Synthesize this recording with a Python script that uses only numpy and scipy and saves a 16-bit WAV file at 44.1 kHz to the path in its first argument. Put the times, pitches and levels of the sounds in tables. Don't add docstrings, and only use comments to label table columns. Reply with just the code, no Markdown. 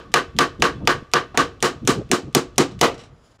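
import sys
import numpy as np
from scipy import signal
from scipy.fft import rfft, irfft
from scipy.io import wavfile

SR = 44100
rng = np.random.default_rng(int(sys.argv[2]) if len(sys.argv) > 2 else 0)


def transcribe(signal):
    frames = np.atleast_2d(signal).T
    limited = np.clip(frames, -1, 1)
    pcm = np.round(limited * 32767).astype(np.int16)
    wavfile.write(sys.argv[1], SR, pcm)


def makeup_ratio(level_db):
    decades = np.asarray(level_db, float) / 20
    return 10 ** decades


N = 149940

# pitch_hz, level_db [dB per Hz]
FLOOR_COLOUR = [(59, -18.5), (100, 8.5), (191, -10.5), (228, -3), (587, -5), (1240, -7.5), (2890, -21.5),
                (7140, -34), (10000, -56), (14300, -74), (22000, -120)]
# time_s, level_db
WIND_LEVEL = [(0, -47), (.5, -43.5), (.75, -40), (1.0, -45), (1.099, -53), (1.3, -46), (1.5, -45),
              (1.6, -45.5), (2.1, -54), (2.6, -43.5), (3.0, -45), (3.4, -64.5)]
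# centre_s, level_db, half_length_s, top_hz
WIND_PUFFS = [(0.099, -44.5, 0.024, 300), (0.373, -29.5, 0.017, 248), (0.607, -26, 0.011, 300),
              (0.759, -37, 0.08, 247), (0.833, -30.5, 0.032, 300), (0.825, -38.5, .012, 750),
              (0.854, -37, 0.012, 600), (0.965, -31, 0.015, 210), (1.024, -31, 0.0033, 247),
              (1.327, -47, 0.026, 198), (1.771, -36.5, 0.014, 200), (1.83, -29.5, 0.0086, 257),
              (1.849, -26.5, 0.012, 245), (1.938, -31, 0.018, 300), (1.987, -22, 0.013, 396),
              (2.013, -29, 0.0099, 485), (2.049, -38.5, .03, 149), (2.109, -28, 0.0053, 370),
              (2.259, -33, 0.019, 300), (2.285, -31.5, 0.01, 383), (2.737, -37.5, 0.066, 206),
              (2.905, -39.5, 0.019, 151), (3.084, -54, 0.0084, 150), (3.134, -48, 0.018, 142.5)]
# start_s, level_db
LEAD_INS = [(0.118, -50.5), (0.365, -46.5), (0.599, -48), (0.852, -51), (1.115, -51.5), (1.351, -51),
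            (1.604, -49.5), (1.851, -46.5), (2.091, -54), (2.327, -55.5), (2.559, -54.5), (2.791, -45)]
# crack_db, echo_db, seating [0 proud, 1 seated, 2 flush], thump_db
EARLIER_BLOW = (-5, -7.5, 0.3, -30)
# start_s, crack_db, echo_db, seating [0 proud, 1 seated, 2 flush], thump_db
HAMMER_BLOWS = [(0.14, -6, -7, 0.3, -30), (0.3877, -7, -6, 0.29, -38), (.622, -6, -6.5, 0.31, -22),
                (0.8741, -6, -6.5, 0.18, -15.5), (1.1364, -8, -7, 0.22, -25), (1.3743, -8, -7.5, 0.43, -25),
                (1.6261, -11.5, -9, 0.56, -13), (1.8746, -9, -10.5, 0.79, -3),
                (2.1146, -9, -12.5, 0.87, -6.5), (2.349, -7, -13.5, 1.03, -2), (2.581, -7, -10, 1.02, -3.5),
                (2.812, -8, -2.5, 5.7, -18.5)]
# crack_brightness_db, echo_brightness_db, wood_db
BLOW_CONTACT = [(0, 3, -20), (1, 6, -15), (-3.5, 7, -17.5), (-7, 5.5, -15), (-8.5, 8.5, -14.5),
                (-4, 2.5, -15), (-4, 4, -15.5), (5, 7, -20.5), (3, 5.5, -27.5), (3.5, 3, -19.5),
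                (5, 0.5, -14.5), (6, -2.5, -14), (-1, -0.5, -13)]
# pitch_hz, level_db [dB per Hz]
CRACK_COLOUR = [(180, -35), (300, -4.5), (1270, 5.5), (3360, 0), (4690, -6.5), (5550, 0.5), (8730, -10.5),
                (12200, -17.5), (16500, -34.5)]
# pitch_hz, width_hz, level_db
HEAD_MODES = [(2990, 240, 0.5), (3960, 380, -0.5), (4430, 180, -10.5), (6070, 250, -13.5)]
# pitch_hz, level_db, t60_s
PING_MODES = [(1250, -2, .024), (2900, -12, .012), (950, -7, .024), (1600, -8, .018)]
# pitch_hz, width_hz, level_db
PIPE_MODES = [(463, 25, -4), (1085, 30, -5), (1130, 40, -2), (1187, 40, -2), (1250, 50, -2), (1500, 60, -9),
              (2630, 22, -6), (3420, 25, -8), (5700, 90, -24), (6800, 90, -26), (2000, 6000, -25)]
# pitch_hz, level_db, t60_s
WOOD_MODES = [(150, -10, 0.085), (270, -8.5, 0.057), (355, -6.5, 0.14), (466, 4.5, 0.038), (600, 0.5, 0.03),
              (705, 4.5, 0.039), (822, -10.5, 0.058)]
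# pitch_hz, level_db [dB per Hz]
ECHO_PROUD = [(47, -35), (80, -16.5), (422, -3), (820, -10), (1140, -4), (1340, -12), (1490, -1.5),
              (5050, -16.5), (16000, -51.5)]
ECHO_SEATED = [(47, -40.5), (80, -16), (296, -2), (563, -12), (1140, -8.5), (2180, -14.5), (3100, -16.5),
               (7530, -20), (16000, -46.5)]
ECHO_FLUSH = [(47, -47), (80, -21), (232, -3.5), (718, -3.5), (1310, -3.5), (1700, -13.5), (1900, -7),
              (6890, -21), (16000, -40)]
# pitch_hz, width_hz, level_db
BOX_MODES = [(149, 57, -1), (267, 50, -3), (300, 40, -7), (365, 13, 0.5), (470, 38, 1.5), (531.5, 42, -4.5),
             (600, 24, -7), (647, 48, -5.5), (701, 49, -5)]
# pitch_hz, width_hz, level_db
NAIL_MODES = [(1110, 35, -3), (1124, 49, 5.5), (1191, 68, 6.5), (1244, 25, -1.5), (1240, 30, -2),
              (1243, 800, -2.5), (1532, 22, -1.5), (1530, 34, -7), (1650, 38, -1.5), (954, 13, -6),
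              (1810, 83, -3), (2630, 28, -9), (2830, 46, -7), (3077, 40, -2.5)]
# pitch_hz, t60_s
GARAGE_DECAY = [(150, 0.18), (400, 0.24), (1100, 0.14), (3000, 0.16), (7000, 0.15), (11000, 0.12),
                (15000, .13)]
# start_s, level_db, fade_s, top_hz
TOOL_TICKS = [
    (1.344, -30.5, 0.032, 650),
    (2.711, -46, 0.021, 3980),
    (2.942, -41.5, 0.011, 5770),
    (2.978, -43, 0.0089, 6400),
    (2.991, -43, 0.037, 3930),
    (3.0117, -45.5, 0.0063, 6450),
    (3.036, -45, 0.011, 5560),
    (3.055, -55, 0.022, 4460),
    (3.159, -67, .006, 8130),
    (3.39, -62.5, 0.025, 3840),
]
# pitch_hz, width_hz, level_db
TOOL_MODES = [(4000, 600, 0), (5600, 700, 3), (7700, 900, -1), (3000, 500, 0), (1000, 2000, -2)]
# centre_s, level_db, half_length_s
HAND_SCUFFS = [
    (3.2, -73, .09),
    (3.3, -72, .06),
    (3.258, -68, .016),
    (3.318, -70, .009),
    (3.359, -69, .009),
]
# pitch_hz, width_hz, level_db
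SCUFF_MODES = [(3270, 900, -3), (5000, 500, 0), (7000, 500, 0), (4470, 6000, -5), (10200, 1200, -11)]

FLOOR_DB, WIND_HZ, WIND_CUT_HZ = -58.5, 76, 50
EARLIER_S = -0.11
CRACK_S, CRACK_FADE_S, CRACK_CUT_HZ, BRIGHTER_DB = 0.001, 0.00013, 970, 9
SAME_CRACK, SAME_ECHO = 0.67, 0.72
BENCH_S, BENCH_DB, BENCH_TOP_HZ = 0.0046, -6, 8000
KNOCK_DB, KNOCK_FADE_S = -2, 0.0052
PIPES_DB, PIPES_T60_S, PIPES_LOSS_DB = -44.5, 1, 5.5
WOOD_AT_S, WOOD_RISE_S = 0.0018, 0.0016
THUMP_AT_S, THUMP_HZ, THUMP_WIDE_S = 0.0214, 300, 0.0014
FIRST_S, FIRST_DB = 0.00605, -13
FORE_S, FORE_DB = 0.0076, -6
ECHO_AT_S, ECHO_RISE_S, ECHO_TOP_HZ, GAP_DB, SEATED_GAP = 0.012, 0.0062, 15800, -8.5, 0.41
ECHO_HOLD_S, KNEE_S, SEATED_HOLD = 0.037, 0.0087, 0.79
LATE_DB, LATE_SLOWER, LATE_TOP_HZ = -26.5, 4.24, 8000
BOX_DB, NAIL_DB, NAIL_LOSS_DB, HEAD_DB, HEAD_ECHO_DB = -2, 2, 14.5, 5.5, 0
TICK_RISE_S, TICK_EDGE_HZ = 0.001, 10000
CEILING, TOP_HZ = 0.76, 15800
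DROP_AT_S, DROP_S, DROP_DB = 3.379, 0.003, -34


def evened(x):
    return x / np.sqrt(np.mean(x ** 2) + 1e-20)


def read(points, hz):
    f, value = np.transpose(points)
    return np.interp(np.log(hz + 1), np.log(f + 1), value)


def add(mix, s, sound):
    at = round(s * SR)
    sound = sound[max(-at, 0):]
    part = mix[max(at, 0):][:len(sound)]
    part += sound[:len(part)]


def tinted(x, gain):
    hz = np.fft.rfftfreq(len(x), 1 / SR)
    return evened(irfft(rfft(x) * gain(hz), len(x)))


def peaks(table, hz):
    return sum(makeup_ratio(2 * db) / (1 + (2 * (hz - f) / width) ** 2) ** 2 for f, width, db in table)


def rings(table, t, detune):
    return sum(makeup_ratio(db - 60 * t / t60) * np.sin(2 * np.pi * hz * detune * t) for hz, db, t60 in table)


def treble(hz):
    return 1 / (1 + (6500 / (hz + 1)) ** 4)


def partly_shared(shared, share):
    return share * shared + np.sqrt(1 - share ** 2) * rng.standard_normal(len(shared))


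def floor_noise():
    return makeup_ratio(FLOOR_DB) * tinted(rng.standard_normal(N), lambda hz: makeup_ratio(read(FLOOR_COLOUR, hz)))


def wind():
    def cut(hz):
        return hz ** 3 / (hz ** 3 + WIND_CUT_HZ ** 3)

    level = makeup_ratio(np.interp(np.arange(N) / SR, *np.transpose(WIND_LEVEL)))
    mix = level * tinted(rng.standard_normal(N), lambda hz: cut(hz) / (1 + (hz / WIND_HZ) ** 2))
    t = np.arange(-4096, 4096) / SR
    for s, db, half, top_hz in WIND_PUFFS:
        puff = tinted(rng.standard_normal(len(t)), lambda hz: cut(hz) / (1 + (hz / top_hz) ** 4))
        shape = np.exp(-0.5 * (t / half) ** 2)
        even = np.linalg.norm(shape) / np.linalg.norm(shape * puff)
        add(mix, s + t[0], makeup_ratio(db) * shape * puff * even)
    return mix


def lead_in(length):
    def colour(hz):
        band = hz / (hz + 1500) / (1 + (hz / 8500) ** 5)
        return band * (1 + 2.1 / (1 + ((hz - 3100) / 400) ** 2))

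    t = np.arange(0, length, 1 / SR)
    smear = tinted(rng.standard_normal(2048), colour)[:len(t)]
    tick = 2 * np.exp(-((t - 0.001) / 0.0008) ** 2)
    bounce = 1.3 * np.exp(-((t - 0.001 - BENCH_S) / 0.0008) ** 2)
    rise = 2.5 * np.exp((t - length) / 0.003)
    return smear * (0.3 + tick + bounce + rise)


def strike_noise(driven, bright_db, shared):
    def colour(hz):
        db = read(CRACK_COLOUR, hz) + BRIGHTER_DB * driven * np.log2(1 + hz / 4000) + bright_db * treble(hz)
        head = np.sqrt(1 + makeup_ratio(2 * HEAD_DB) * peaks(HEAD_MODES, hz))
        return head * makeup_ratio(db) / (1 + (CRACK_CUT_HZ / (hz + 1)) ** 4)

    return tinted(partly_shared(shared[::-1], SAME_CRACK), colour)


def crack(hiss, t):
    burst = hiss * np.exp(-np.maximum(t - CRACK_S, 0) / CRACK_FADE_S) * np.minimum(t / 0.00087, 1)
    burst = burst * 1.95 / np.abs(burst).max()
    bounce = np.roll(burst, round(BENCH_S * SR))
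    return burst + makeup_ratio(BENCH_DB) * signal.lfilter(*signal.butter(2, BENCH_TOP_HZ, fs=SR), bounce)


def knock(hiss, t):
    dull = tinted(hiss, lambda hz: 1 / (1 + (hz / 8500) ** 4))
    return dull * makeup_ratio(KNOCK_DB) * np.exp(-t / KNOCK_FADE_S)


def nail_ping(driven, t):
    rise = np.minimum(t / 0.0043, 1) ** 2
    return rings(PING_MODES, t, rng.uniform(0.92, 1.02)) * rise * makeup_ratio(7.5 - 8.1 * driven)


def clamp_pipes(driven, t):
    ringing = tinted(rng.standard_normal(len(t)), lambda hz: np.sqrt(peaks(PIPE_MODES, hz)))
    fade = makeup_ratio(PIPES_DB - PIPES_LOSS_DB * driven - 60 * t / PIPES_T60_S)
    return ringing * np.minimum(t / 0.019, 1) * fade


def wood_knock(wood_db, driven, t):
    after = np.maximum(t - WOOD_AT_S, 0)
    return makeup_ratio(wood_db) * rings(WOOD_MODES, after, 1 - 0.013 * driven) * np.minimum(after / WOOD_RISE_S, 1)


def box_thump(thump_db, t):
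    def push(u):
        return np.exp(-0.5 * (u / THUMP_WIDE_S) ** 2) * np.sin(2 * np.pi * THUMP_HZ * u)

    first = makeup_ratio(FIRST_DB) * push(t - FIRST_S)
    fore = makeup_ratio(FORE_DB) * push(1.19 * (t - THUMP_AT_S + FORE_S))
    return makeup_ratio(thump_db) * (first + fore + push(t - THUMP_AT_S))


def wall_echo(seat, bright_db, shared):
    driven, flush = np.clip(seat, 0, 1), np.clip(seat - 1, 0, 1)
    seated = driven - flush

    def colour(hz):
        db = (1 - driven) * read(ECHO_PROUD, hz) + seated * read(ECHO_SEATED, hz) + flush * read(ECHO_FLUSH, hz)
        box = makeup_ratio(2 * BOX_DB + 24) * peaks(BOX_MODES, hz)
        nail = makeup_ratio(2 * (NAIL_DB - NAIL_LOSS_DB * driven) + 23) * peaks(NAIL_MODES, hz)
        lift = (1 + box + nail) * (1 + makeup_ratio(2 * HEAD_ECHO_DB) * peaks(HEAD_MODES, hz))
        return makeup_ratio(db + bright_db * treble(hz)) * np.sqrt(lift) * (hz < ECHO_TOP_HZ)

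    noise = tinted(partly_shared(shared, SAME_ECHO), colour)
    f, t, z = signal.stft(noise, SR, nperseg=256, noverlap=192)
    late = t - ECHO_HOLD_S * (1 - (1 - SEATED_HOLD) * seated)
    fall_db = -30 * (late + np.sqrt(late ** 2 + KNEE_S ** 2)) / read(GARAGE_DECAY, f)[:, None]
    tail = makeup_ratio(LATE_DB + fall_db / LATE_SLOWER) / (1 + (f[:, None] / LATE_TOP_HZ) ** 4)
    x = signal.istft(z * (makeup_ratio(fall_db) + tail), SR, nperseg=256, noverlap=192)[1][:len(noise)]
    t = np.arange(len(x)) / SR
    rise = np.clip((t - ECHO_AT_S) / ECHO_RISE_S, 0, 1)
    gap_db = GAP_DB * (1 - (1 - SEATED_GAP) * seated)
    return x * makeup_ratio(gap_db * (2 - rise)) * np.minimum(t / 0.00042, 1)


def blow(crack_db, echo_db, seat, thump_db, bright_db, echo_bright_db, wood_db, shared):
    t = np.arange(len(shared)) / SR
    driven = np.clip(seat, 0, 1)
    hiss = strike_noise(driven, bright_db, shared)
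    steel = makeup_ratio(crack_db) * (crack(hiss, t) + knock(hiss, t) + nail_ping(driven, t))
    box = wood_knock(wood_db, driven, t) + box_thump(thump_db, t)
    echo = makeup_ratio(echo_db) * wall_echo(seat, echo_bright_db, shared)
    return steel + clamp_pipes(driven, t) + box + echo


def hammer():
    mix, shared = np.zeros(N), rng.standard_normal(SR // 2)
    blows = [(EARLIER_S, *EARLIER_BLOW)] + list(HAMMER_BLOWS)
    for (s, *strength), contact in zip(blows, BLOW_CONTACT):
        add(mix, s, blow(*strength, *contact, shared))
    for s, db in LEAD_INS:
        length = min(b[0] - s for b in HAMMER_BLOWS if b[0] > s)
        add(mix, s, makeup_ratio(db) * lead_in(length))
    return mix


def tool_ticks():
    mix, t = np.zeros(N), np.arange(4096) / SR
    for s, db, fade, top_hz in TOOL_TICKS:
        def colour(hz):
            band = hz / (hz + 400) / (1 + (hz / top_hz) ** 2) / (1 + (hz / TICK_EDGE_HZ) ** 8)
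            return np.sqrt(1 + 3 * peaks(TOOL_MODES, hz)) * band

        shape = np.exp(-t / fade) * np.minimum(t / TICK_RISE_S, 1)
        add(mix, s, makeup_ratio(db) * shape * tinted(rng.standard_normal(len(t)), colour))
    return mix


def hand_scuffs():
    t = np.arange(N) / SR
    swell = sum(makeup_ratio(db) * np.exp(-0.5 * ((t - s) / half) ** 2) for s, db, half in HAND_SCUFFS)
    return swell * tinted(rng.standard_normal(N), lambda hz: np.sqrt(peaks(SCUFF_MODES, hz)))


def scene():
    return (floor_noise() + wind() + hammer() + tool_ticks() + hand_scuffs())[None]


def low_pass(x):
    return signal.sosfilt(signal.butter(12, 17090, fs=SR, output="sos"), x)


def record(dry):
    drop = makeup_ratio(DROP_DB * np.exp(-np.abs(np.arange(N) / SR - DROP_AT_S) / DROP_S))
    x = dry * drop / (1 + np.abs(dry / CEILING) ** 4) ** 0.25
    x = signal.sosfilt(signal.butter(16, TOP_HZ, fs=SR, output="sos"), x)
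    return low_pass(x)


dry = scene()
out = record(dry)
transcribe(out)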